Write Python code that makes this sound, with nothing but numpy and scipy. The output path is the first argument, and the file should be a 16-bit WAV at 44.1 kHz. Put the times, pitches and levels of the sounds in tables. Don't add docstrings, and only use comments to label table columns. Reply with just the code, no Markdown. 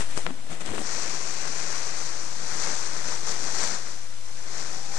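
import sys
import numpy as np
from scipy import signal
from scipy.fft import rfft, irfft
from scipy.io import wavfile
from scipy.ndimage import uniform_filter1d

SR = 44100
rng = np.random.default_rng(int(sys.argv[2]) if len(sys.argv) > 2 else 0)


def wrap_up_sound(samples):
    columns = np.atleast_2d(samples).T
    tamed = np.clip(columns, -1, 1)
    steps = np.round(tamed * 32767).astype(np.int16)
    wavfile.write(sys.argv[1], SR, steps)


def volts_from_decibels(level):
    exponent = np.asarray(level, float) / 20
    return 10 ** exponent


N = 219822
T = np.arange(N) / SR


def unit(x):
    return x / np.sqrt(np.mean(x ** 2))


def curve(rows, column=1):
    rows = np.array(rows)
    return np.interp(T, rows[:, 0], rows[:, column])


def colour(x, shape):
    below = (shape[0][0] / 2, shape[0][1] - 40)
    above = (shape[-1][0] * 2, shape[-1][1] - 40)
    hz, db = np.transpose([below] + list(shape) + [above])
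    size = 4096
    bins_hz = np.arange(size // 2 + 1) * SR / size
    log_gain = np.interp(np.log(bins_hz + 1), np.log(hz), db) * np.log(10) / 20
    cepstrum = irfft(log_gain)
    cepstrum[1:size // 2] *= 2
    cepstrum[size // 2 + 1:] = 0
    return signal.fftconvolve(x, irfft(np.exp(rfft(cepstrum))))[:N]


def walk(rate):
    hold = int(SR / rate)
    steps = np.repeat(rng.standard_normal(N // hold + 1), hold)
    return 1.215 * uniform_filter1d(uniform_filter1d(steps, hold), hold)[:N]


def wobbling_sine(pitch_hz):
    return np.sin(2 * np.pi * np.cumsum(pitch_hz) / SR)


def ticks(rate, spread_db, cap_db):
    hit = rng.random(N) < rate / SR
    size_db = np.minimum(spread_db * rng.exponential(size=N), cap_db)
    return unit(hit * rng.standard_normal(N) * volts_from_decibels(size_db))


def rustle(level_db, shape, rate, share, flicker_db, clash):
    contact = share * clash + ticks(rate, spread_db=0.0, cap_db=12)
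    return unit(colour(contact, shape)) * volts_from_decibels(level_db + flicker_db * walk(29.78) + 6.5)


# pitch_hz, level_db (per Hz)
GRIT_COLOUR = [(3500, -12), (4500, -3.5), (6200, 0), (8500, 1), (10000, -8), (11000, -44)]
WING_COLOUR = [(600, -3.5), (900, -2.5), (2000, -3), (2600, -12.5)]
SCRAPE_COLOUR = [(2300, 4), (2800, 4.5), (3600, 3.5), (4200, 0)]
BODY_COLOUR = [(40, -20), (110, -3), (230, -2.5), (420, -3.5), (650, -7.5), (850, -12)]
# start_s (peak), level_db, grit_db, weight_db, fall_s (to drop 20 dB)
DRAGS = [(.004, -38.5, 0.5, -1, 0.07), (.11, -47.5, -2, -11, 0.2), (.163, -46, 5, -2, 0.02),
         (.176, -40.5, 2.5, 0, 0.09), (0.268, -44, -10, 6, 0.09), (.3, -43.5, -16, 1, 0.02),
         (.468, -46, -2, 6.5, 0.01), (0.506, -46.5, -2, 3, .08), (0.52, -44.5, -2.5, 1.5, .1),
         (0.608, -42, 0, 2, 0.03), (.66, -44.5, 1, 0, 0.08), (.702, -45, -4, 4.5, 0.44),
         (.732, -44, -5, 6, 0), (.748, -44.5, 1, 3.5, 0.03), (.786, -48, -6, 6, 0.2),
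         (.818, -46.5, 4, -2.5, 0.47)]


def turning_drags():
    shuffle_db = np.array([-63, -57.5, -65, -54.5])
    rise_share = 0.32
    power = np.outer(volts_from_decibels(2 * shuffle_db), np.ones(N))
    for start_s, db, grit_db, weight_db, fall_s in DRAGS:
        away = np.maximum((T - start_s) / fall_s, (start_s - T) / (rise_share * fall_s))
        drag_db = db - 20 * away
        scrape_db = -3 + 0.15 * grit_db
        mix_db = np.array([grit_db, 0, scrape_db, weight_db])
        power = power + volts_from_decibels(2 * (mix_db[:, None] + drag_db))
    grit, wing, scrape, body = 10 * np.log10(power) + 0.5 * walk(61.4)
    clash = ticks(500, spread_db=-2.0, cap_db=8.5)
    out = rustle(grit, GRIT_COLOUR, 7000, .35, .8, clash)
    out += rustle(wing, WING_COLOUR, 4000, .5, .8, clash)
    out += rustle(scrape, SCRAPE_COLOUR, 5000, .5, .8, clash)
    out += rustle(body, BODY_COLOUR, 1500, .3, 1.2, clash)
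    return out * np.clip((.86 - T) / .06, 0, 1)


# start_s, level_db (peak), brightness_db, contact_ms
SNAPS = [(0.0074, -19, -17, 0.076), (0.1743, -14.5, -8.5, 0.25), (0.2641, -6, -28, 0.094),
         (0.267, -19, -30, 0.11), (0.306, -21, -22, 0.12), (0.5191, -29, -14, 0.2), (0.606, -27, -10, 0.11),
         (0.6594, -22.5, -1.5, 0.05), (0.7366, -23, -21, 0.3), (0.7797, -13, -26, 0.14),
         (0.7905, -18.5, -21, 0.32), (1.4738, -18, -8, 0.11), (2.672, -18, -16, 0.17),
         (2.748, -25, 0, 0.091), (2.8254, -36, -8, 0.15), (3.6367, -14.5, -6, 0.058),
         (3.6735, -12, -11, 0.048), (3.7145, -26, 2, 0.093), (3.7376, -20, -14, 0.082)]


def snaps():
    t = np.arange(400) / SR - .0014
    rattle_band = signal.butter(4, (3800, 8800), "bandpass", fs=SR, output="sos")
    out = np.zeros(N + len(t))
    for start_s, db, bright_db, contact_ms in SNAPS:
        beat = 1000 * t / contact_ms
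        push = -np.exp(-beat ** 2)
        rebound = 0.23 * np.exp(-(beat / 2 - 1.6) ** 2)
        burst = signal.sosfilt(rattle_band, rng.standard_normal(len(t)))
        burst = burst * (t > 0) * np.exp(-t / 0.0014)
        i = int(start_s * SR)
        out[i:i + len(t)] += volts_from_decibels(db + 1.0) * (push + rebound + volts_from_decibels(bright_db + 6.0) * burst)
    return out[:N]


# start_s, level_db (peak), pitch_hz, t60_s
FEET = [
    (0.267, -23.5, 173, 0.087),
    (.304, -22.5, 261, 0.1),
    (.506, -28, 156, 0.11),
    (.606, -25, 168, 0.065),
    (0.681, -21.5, 109, 0.067),
    (0.701, -30, 420, .08),
    (.734, -20, 420, 0.048),
    (.748, -27.5, 228, 0.26),
    (0.754, -30.5, 309, 0.31),
    (.79, -30.5, 209, 0.11),
]


def feet():
    out = 0
    for start_s, db, hz, t60_s in FEET:
        t = np.maximum(T - start_s, 0)
        envelope = (1 - np.exp(-t * hz)) * 1000 ** (-t / t60_s)
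        out = out + volts_from_decibels(db) * envelope * np.sin(2 * np.pi * hz * t)
    return out


# pitch_hz, level_db (per Hz)
BARB_COLOUR = [(3300, -17), (4300, -5.5), (5200, -3.5), (6100, 0), (7200, -6), (8500, -12), (10500, -26.5)]
QUILL_COLOUR = [(300, -6), (450, -1.5), (1000, -2), (1600, -2), (2100, -4.5), (2700, -14)]
TIPS_COLOUR = [(1900, -7.5), (2400, 2), (2900, -3.5), (3600, -8.5), (4200, -9.5)]
FAN_COLOUR = [(35, -8), (70, -4), (150, -0.5), (250, -1), (380, -3.5)]
SIDE_BARB_COLOUR = [(3000, -7), (3500, 1), (4100, -1.5)]
# time_s, effort_db (as barb hiss)
EFFORT = [(.8, -40), (.93, -36.5), (1.32, -39.5), (1.8, -37.5), (2.02, -40), (2.34, -43), (2.64, -34.5),
          (2.88, -40), (3.2, -42), (3.45, -37.5), (3.75, -37), (3.79, -43.5), (3.93, -46), (4.0, -50.5),
          (4.21, -55.5), (4.49, -45.5), (4.6, -41.5), (4.9, -45)]
# time_s, extra_db, half_width_s
SURGES = [
    (1.04, 1, .03),
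    (2.97, 1.5, 0.076),
    (3.11, 5.5, 0.064),
    (3.3, 5.5, 0.04),
    (3.62, 5, 0.06),
    (3.87, 2, 0.033),
    (4.26, 3.5, .02),
    (4.37, 2, 0.023),
    (4.57, 2.5, 0.056),
    (4.98, 6.5, 0.042),
]


def train():
    stroke_hz, full_effort_db = 26.3, -38
    phase = 2 * np.pi * np.cumsum(stroke_hz * (1 + .02 * walk(5))) / SR
    stroke_db = 0.51 * np.cos(phase) + 0.28 * np.cos(2 * phase + 3.3) + 0.13 * walk(26)
    surge_db = sum(db * np.exp(-((T - s) / half_s) ** 2) for s, db, half_s in SURGES)
    effort_db = curve(EFFORT) - full_effort_db + surge_db
    facing = np.exp(-((T - 1.38) / 0.76) ** 2)
    clash = ticks(900, spread_db=3.5, cap_db=5.5)
    barb_db = -38 + 0.98 * effort_db + stroke_db
    quill_db = -41.5 + 0.96 * effort_db + stroke_db
    tips_db = -53 + 0.97 * effort_db + stroke_db + 5 * facing
    fan_db = -50.5 + 0.9 * effort_db + stroke_db
    side_db = -53.5 + effort_db + stroke_db - 14 * facing
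    out = rustle(barb_db, BARB_COLOUR, 9000, .35, .6, clash)
    out += rustle(quill_db, QUILL_COLOUR, 9000, .4, .6, clash)
    out += rustle(tips_db, TIPS_COLOUR, 9000, .4, .8, clash)
    out += rustle(fan_db, FAN_COLOUR, 9000, .3, 1.5, clash)
    out += rustle(side_db, SIDE_BARB_COLOUR, 9000, .4, .8, clash)
    return out * np.clip((T - .8) / .06, 0, 1)


def motor():
    far_db, near_db, on_s, rise_s = -64, -59, 4.12, 0.31
    rise = 1 - np.exp(-np.maximum(T - on_s, 0) / rise_s * 2)
    hum_db = far_db + (near_db - far_db) * rise
    return volts_from_decibels(hum_db + 2.0 * walk(13) + 9.5) * wobbling_sine(153.5 * (1 + 0.022 * walk(12)))


# start_s, length_s, pitch_hz, glide_hz_per_s, level_db
CALLS = [
    (4.2, .12, 1066, 10, -66),
    (4.71, .28, 752, 270, -55),
]


def far_calls():
    out = 0
    for start_s, length_s, hz, glide, db in CALLS:
        swell = np.clip(np.minimum(T - start_s, start_s + length_s - T) / .03, 0, 1)
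        pitch_hz = (hz + glide * (T - start_s)) * (1 + 0.0102 * walk(40))
        out = out + swell * volts_from_decibels(db + 1.5 * walk(45) + 11) * wobbling_sine(pitch_hz)
    return out


def scene():
    left = turning_drags() + snaps() + feet() + train() + motor() + far_calls()
    return np.array([left, np.zeros(N)])


def blips():
    clock_s, clock_start_s, pitch_hz = .0501, -.0035, 248
    strong, faint = (3, 5, 6, 7, 8, 9, 10, 13), (1, 2, 96, 98, 99)
    out = 0
    for db, clock_ticks in ((-38, strong), (-47, faint)):
        for tick in clock_ticks:
            t = T - (clock_start_s + clock_s * tick)
            out = out + volts_from_decibels(db) * np.exp(-(t / 0.0038) ** 2) * np.sin(2 * np.pi * pitch_hz * t)
    return out


# pitch_hz, level_db (per Hz)
HISS_COLOUR = [(20, 14.5), (60, 12), (150, 2), (500, 5), (2000, 2), (8000, 1), (10600, -4.5), (12000, -27)]


def input_noise():
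    left, right = (volts_from_decibels(db) * unit(colour(rng.standard_normal(N), HISS_COLOUR)) for db in (-45, -47.5))
    return np.array([left, right + blips()])


def low_rate(x):
    x = signal.sosfilt(signal.ellip(14, .3, 70, 10690, fs=SR, output="sos"), x)
    mirror = x * (-1) ** np.arange(N)
    mirror = signal.sosfilt(signal.butter(8, 12000, fs=SR, output="sos"), mirror)
    return x + volts_from_decibels(-5.0) * mirror


# pitch_hz, left_share (0-1), right_share (0-1)
KEPT = [(9900, 1, 1), (10200, .8, .98), (10600, .35, .85), (11400, .25, .5), (11900, .8, .85),
        (12400, .6, .4), (13000, .1, .06), (13200, 0, 0)]


def thin_top(x):
    hz, _, z = signal.stft(x, SR, nperseg=2048, noverlap=1024)
    chance = rng.random((2, len(hz) // 8 + 1, z.shape[2] // 2 + 1))
    chance = np.repeat(np.repeat(chance, 8, axis=1), 2, axis=2)[:, :len(hz), :z.shape[2]]
    rows = np.array(KEPT)
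    patch_hz = hz // 172 * 172 + 86
    share = np.array([np.interp(patch_hz, rows[:, 0], rows[:, k]) for k in (1, 2)])
    return signal.istft(z * (chance < share[:, :, None]), SR, nperseg=2048, noverlap=1024)[1][:, :N]


def low_pass(x):
    return signal.sosfilt(signal.butter(12, 13150, fs=SR, output="sos"), x)


# time_s, gain_factor
GAIN = [
    (0, 1.43),
    (.17, 1.4),
    (.18, 1.27),
    (.264, 1.26),
    (.268, .81),
    (3.58, 1.16),
    (3.64, 1.09),
    (3.68, .85),
    (4.99, 1.03),
]


def record(dry):
    gain = curve(GAIN)
    x = low_rate(dry + gain * input_noise())
    offset = np.outer((.092, .0396), gain)
    return low_pass(thin_top(x) + offset)


dry = scene()
out = record(dry)
wrap_up_sound(out)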